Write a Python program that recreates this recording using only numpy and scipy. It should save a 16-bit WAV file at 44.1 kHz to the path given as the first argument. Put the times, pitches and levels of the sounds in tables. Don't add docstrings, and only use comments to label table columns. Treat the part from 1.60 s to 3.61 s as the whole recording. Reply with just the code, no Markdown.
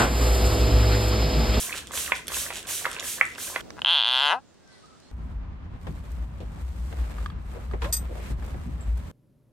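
import sys
import numpy as np
from scipy import signal
from scipy.fft import rfft, irfft
from scipy.io import wavfile

SR = 44100
rng = np.random.default_rng(int(sys.argv[2]) if len(sys.argv) > 2 else 0)


def wav_record(signal):
    frames = np.transpose(np.atleast_2d(signal))
    bounded = np.clip(frames, -1, 1)
    quanta = np.round(bounded * 32767).astype(np.int16)
    wavfile.write(sys.argv[1], SR, quanta)


N = 88817
TIME_S = np.arange(N) / SR
LIQUID_PAN_DB, LIQUID_LAG_MS = -3.2, 0.076
PUMP_PAN_DB, PUMP_LAG_MS, PUMP_ROOM_DB = -3.5, -0.018, -4


def undb(db):
    return 10 ** (np.asarray(db) / 20)


def unit(x):
    return x / np.sqrt(np.mean(x ** 2))


def decay(t, t60_s):
    return np.exp(-np.log(1000) * t / t60_s)


def add(out, start_s, x):
    i = int(np.clip(start_s * SR, 0, N - 1))
    out[i:i + len(x)] += x[:N - i]


def cut(x, hz, kind, order=2):
    return signal.sosfilt(signal.butter(order, hz, kind, fs=SR, output="sos"), x)


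def band(x, hz, width_hz):
    return signal.lfilter(*signal.iirpeak(hz, hz / width_hz, fs=SR), x)


def colour(x, curve):
    hz, db = np.array(curve).T
    bins_hz = np.maximum(np.fft.rfftfreq(N, 1 / SR), 1)
    gain = undb(np.interp(np.log(bins_hz), np.log(hz), db))
    return unit(irfft(rfft(x) * gain, N))


def wide_noise(curve, spread):
    mid, side = (colour(rng.standard_normal(N), curve) for _ in range(2))
    return unit(mid + spread * side * np.array([[1], [-1]]))


def ring(modes):
    t = np.arange(SR // 10) / SR
    return sum(undb(db) * np.sin(2 * np.pi * hz * t) * decay(t, t60_s) for hz, db, t60_s in modes)


def swells(rows):
    bells = (undb(db) * np.exp(-((TIME_S - centre_s) / sigma_s) ** 2 / 2)
             for centre_s, sigma_s, db in rows)
    return np.sqrt(sum(bell ** 2 for bell in bells))


def room_echo(mono):
    bass_t60_s, treble_t60_s, split_hz = 0.31, 0.24, 4940
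    gap_s, wide_above_hz = 0.0028, 1110
    t = np.arange(SR // 2) / SR
    bass = cut(rng.standard_normal((2, len(t))), split_hz, "low") * decay(t, bass_t60_s)
    treble = cut(rng.standard_normal((2, len(t))), split_hz, "high") * decay(t, treble_t60_s)
    tail = (bass + treble) * (t > gap_s)
    mid, side = tail / np.sqrt(np.sum(tail ** 2))
    side = cut(side, wide_above_hz, "high")
    return signal.fftconvolve(mono[None], np.array([mid + side, mid - side]), axes=1)[:, :N]


def place(x, pan_db, lag_ms, room_db):
    left, right = x * np.ones((2, 1))
    delay = np.exp(-2j * np.pi * np.fft.rfftfreq(N, 1 / SR) * lag_ms / 1000)
    late_left = irfft(rfft(left) * delay, N)
    direct = np.array([late_left * undb(pan_db / 2), right * undb(-pan_db / 2)])
    return direct + undb(room_db) * room_echo((left + right) / 2)


# freq_hz, gain_db
FLOOR_SPECTRUM = [(20, -41.5), (42, 8.5), (60, 0.5), (85, 2), (110, 1.5), (170, -1), (270, 3), (450, 1),
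                  (900, -24.5), (2500, -28.5), (6000, -13), (16000, -33)]
# freq_hz, gain_db
RUMBLE_SPECTRUM = [(25, -25), (45, -25), (62, 8), (82, -6.5), (105, -16), (160, -7.5), (300, -22),
                   (2000, -70)]
# centre_s, sigma_s, level_db
RUMBLE_SWELLS = [(.4, 0.16, -49.5), (.8, 0.17, -53), (1.39, 0.083, -55)]


def room_tone(floor_db=-50, hum_hz=81.6, hum_db=-62, spread=0.44):
    hum = undb(hum_db) * np.sqrt(2) * np.sin(2 * np.pi * (hum_hz * TIME_S + rng.random()))
    floor = undb(floor_db) * wide_noise(FLOOR_SPECTRUM, spread)
    rumble = swells(RUMBLE_SWELLS) * wide_noise(RUMBLE_SPECTRUM, spread)
    return floor + rumble + hum


def bubble(start_hz, decay_ms, rise_per_ms, attack_ms=0.39):
    t_ms = np.arange(SR // 30) * 1000 / SR
    pitch_hz = start_hz * (1 + rise_per_ms * t_ms)
    envelope = (1 - np.exp(-(t_ms / attack_ms) ** 2)) * np.exp(-(t_ms / decay_ms) ** 2)
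    return envelope * np.sin(2 * np.pi * np.cumsum(pitch_hz) / SR)


# freq_hz, gain_db
SLOSH_FILTER = [(150, -9), (330, -13), (520, 4.5), (740, 0), (870, -6), (1050, 5), (1350, 1), (1650, 6),
                (2200, -3), (2800, 10.5), (4500, 41)]
# centre_s, sigma_s, level_db
SLOSH_SWELLS = [(.125, 0.067, -41.5), (.36, 0.036, -40), (.49, 0.055, -41.5), (.735, 0.035, -40.5),
                (.895, 0.062, -42), (1.095, 0.036, -42), (1.27, 0.054, -40), (1.40, .055, -39.5),
                (1.59, 0.014, -39), (1.80, 0.039, -47.5), (1.925, 0.049, -40.5)]


def slosh(bubbles_per_s=1200, low_hz=383.5, high_hz=2512, decay_cycles=5.25, scatter_db=6.5):
    swarm = np.zeros(N)
    for when, pitch, strength in rng.random((int(bubbles_per_s * N / SR), 3)):
        hz = low_hz * (high_hz / low_hz) ** pitch
        level_db = scatter_db * np.sqrt(-2 * np.log(1 - strength))
        blip = bubble(hz, decay_ms=1000 * decay_cycles / hz, rise_per_ms=0.036)
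        add(swarm, when * N / SR, hz * undb(level_db) * blip)
    envelope = swells(SLOSH_SWELLS) + undb(-65)
    return place(colour(swarm, SLOSH_FILTER) * envelope, LIQUID_PAN_DB, LIQUID_LAG_MS, room_db=-8.5)


# freq_hz, gain_db, t60_s
BOTTLE_MODES = [(543, -12, .04), (654, -3.5, 0.021), (800, -9, 0.046), (1012, 3, 0.026), (1142, -5, 0.047),
                (1444, -6.5, 0.054), (1850, -21.5, 0.084), (2068, -2.5, 0.055), (3270, -2.5, 0.023)]
# start_s, level_db, pitch_hz, decay_ms, knock_db
GLUGS = [(0.095, -25.5, 1970, 2.5, -58), (0.107, -27.5, 1600, 3.4, -59), (0.1262, -19.5, 2220, 2.9, -61),
         (0.309, -32, 1020, 2.8, -42.5), (.337, -24.5, 1440, 1.7, -41), (0.3753, -27, 1260, 2.1, -41),
         (.477, -23, 1670, 2.4, -64), (.5200, -3.5, 2140, 0.82, -21), (0.5211, -8, 1900, 1.8, -30),
         (0.525, -19, 2210, 2.8, -38), (.702, -39, 1550, 1.5, -36.5), (.719, -27, 980, 1.3, -39),
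         (.768, -26, 1430, 2.8, -33), (.864, -24, 1650, 1.8, -53), (0.9046, -18, 2010, 1.2, -29.5),
         (1.2461, -17, 1680, 1.1, -43), (1.2538, -9.5, 1325, 1.68, -28.5), (1.2558, -17, 1830, 2.5, -39),
         (1.2652, -22, 1035, 3.6, -29), (1.365, -21.5, 2400, 1.7, -43), (1.6113, -0.5, 1705, 2.29, -23.5),
         (1.6129, -16.5, 1020, 4.6, -33.5), (1.758, -31.5, 2430, 2.1, -47), (1.783, -30.5, 1380, 4.6, -40),
         (1.9597, -16, 1520, 2.6, -64), (1.9619, -3.5, 1850, 0.58, -22.5)]


def glugs(detune=0.034, scatter_db=1.5, knock_top_hz=3350, low_cut_hz=356):
    out = np.zeros(N)
    for start_s, level_db, pitch_hz, decay_ms, knock_db in GLUGS:
        modes = [(hz * (1 + detune * rng.standard_normal()), db + scatter_db * rng.standard_normal(), t60_s)
                 for hz, db, t60_s in BOTTLE_MODES]
        rise_per_ms = 0.067 + 0.11 * undb(level_db)
        add(out, start_s, undb(level_db) * bubble(pitch_hz, decay_ms, rise_per_ms))
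        add(out, start_s, undb(knock_db) * cut(ring(modes), knock_top_hz, "low"))
    radiated = cut(out, low_cut_hz, "high")
    return place(radiated, LIQUID_PAN_DB, LIQUID_LAG_MS, room_db=-6.5)


# freq_hz, gain_db
CRACKLE_SPECTRUM = [(400, -8), (1500, -3), (3200, 5), (5000, -2.5), (7800, 2), (11000, -4.5), (16000, -16)]
# centre_s, sigma_s, level_db
REFILL_SWELLS = [(.172, 0.023, -36), (.565, 0.02, -40), (.966, .028, -36), (1.325, 0.028, -41.5),
                 (1.665, 0.075, -49.5), (2.0, 0.058, -51)]


def refill(pops_per_s=1500, scatter_db=5.5):
    impulses = (rng.random(N) < pops_per_s / SR) * rng.choice([-1, 1], N)
    pops = impulses * undb(scatter_db * rng.standard_normal(N))
    crackle = colour(pops, CRACKLE_SPECTRUM) * swells(REFILL_SWELLS)
    return place(crackle, PUMP_PAN_DB, PUMP_LAG_MS, PUMP_ROOM_DB)


# freq_hz, gain_db, t60_s
HEAD_MODES = [(2200, -21.5, 0.018), (3450, -5.5, 0.0071), (5150, -13, 0.005), (7360, -16, 0.0057),
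              (11000, -17, .004)]
# start_s, level_db, pitch_hz
PLUNGER_TICKS = [(0.2713, -27, 7400), (0.277, -34, 3270), (.319, -27, 6960), (0.375, -18.5, 3160),
                 (.5525, -28, 4700), (.569, -27.5, 8000), (0.67, -26.5, 8850), (.6808, -25, 4430),
                 (.6815, -16, 11400), (0.957, -24, 7420), (1.014, -38, 7500), (1.029, -31, 9300),
                 (1.051, -50, 9000), (1.071, -25.5, 8300), (1.3146, -22.5, 8900), (1.33, -25, 5200),
                 (1.396, -23, 3500), (1.399, -18.5, 6350), (1.406, -27, 6800), (1.654, -28.5, 8400),
                 (1.7505, -32, 3640), (1.7808, -30, 4900), (2.007, -30.5, 3120)]


def plunger_ticks(top_hz=11800):
    out = np.zeros(N)
    head = ring(HEAD_MODES)
    fade = decay(np.arange(len(head)) / SR, t60_s=0.008)
    for start_s, level_db, pitch_hz in PLUNGER_TICKS:
        crack = band(rng.standard_normal(len(head)) * fade, pitch_hz, width_hz=0.22 * pitch_hz)
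        add(out, start_s, undb(level_db) * (crack / np.abs(crack).max() + head))
    return place(cut(out, top_hz, "low", order=4), PUMP_PAN_DB, PUMP_LAG_MS, PUMP_ROOM_DB)


# freq_hz, gain_db
JET_SPECTRUM = [(300, -25), (900, -27.5), (1700, -16), (3100, -1.5), (4000, -3), (4900, -5), (6000, 0.5),
                (7400, 1.5), (8800, 2), (10200, 0), (12400, -2), (14000, -5.5), (16000, -13)]
# start_s, rise_s, fall_s, level_db, breath_offset_db
STROKES = [(-.07, 0.039, 0.12, -28.5, -8.5), (0.311, 0.065, 0.11, -30, -3), (.692, 0.081, 0.099, -29, -5),
           (1.06, 0.054, 0.12, -30, -2.5), (1.406, 0.085, 0.087, -31.5, -2), (1.766, 0.06, 0.12, -34, -6)]


def mist(breath_db=-10, attack_power=1.47, release_power=2.15):
    jet = wide_noise(JET_SPECTRUM, spread=0.42)
    breath = unit(band(rng.standard_normal(N), hz=2290, width_hz=1900))
    out = np.zeros((2, N))
    for start_s, rise_s, fall_s, level_db, breath_offset_db in STROKES:
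        age_s = TIME_S - start_s
        attack = np.sin(np.pi / 2 * np.clip(age_s / rise_s, 0, 1)) ** attack_power
        release = np.exp(-(np.maximum(age_s - rise_s, 0) / fall_s) ** release_power)
        hiss = jet + undb(breath_db + breath_offset_db) * breath
        out += undb(level_db) * attack * release * hiss
    return place(out, pan_db=-2.5, lag_ms=PUMP_LAG_MS, room_db=-7.5)


def scene():
    return room_tone() + mist() + glugs() + refill() + plunger_ticks() + slosh()


def record(dry, top_hz=15900):
    low_pass = signal.ellip(10, 0.2, 80, top_hz, fs=SR, output="sos")
    return signal.sosfilt(low_pass, np.clip(dry, -1, 1))


dry = scene()
out = record(dry)
wav_record(out)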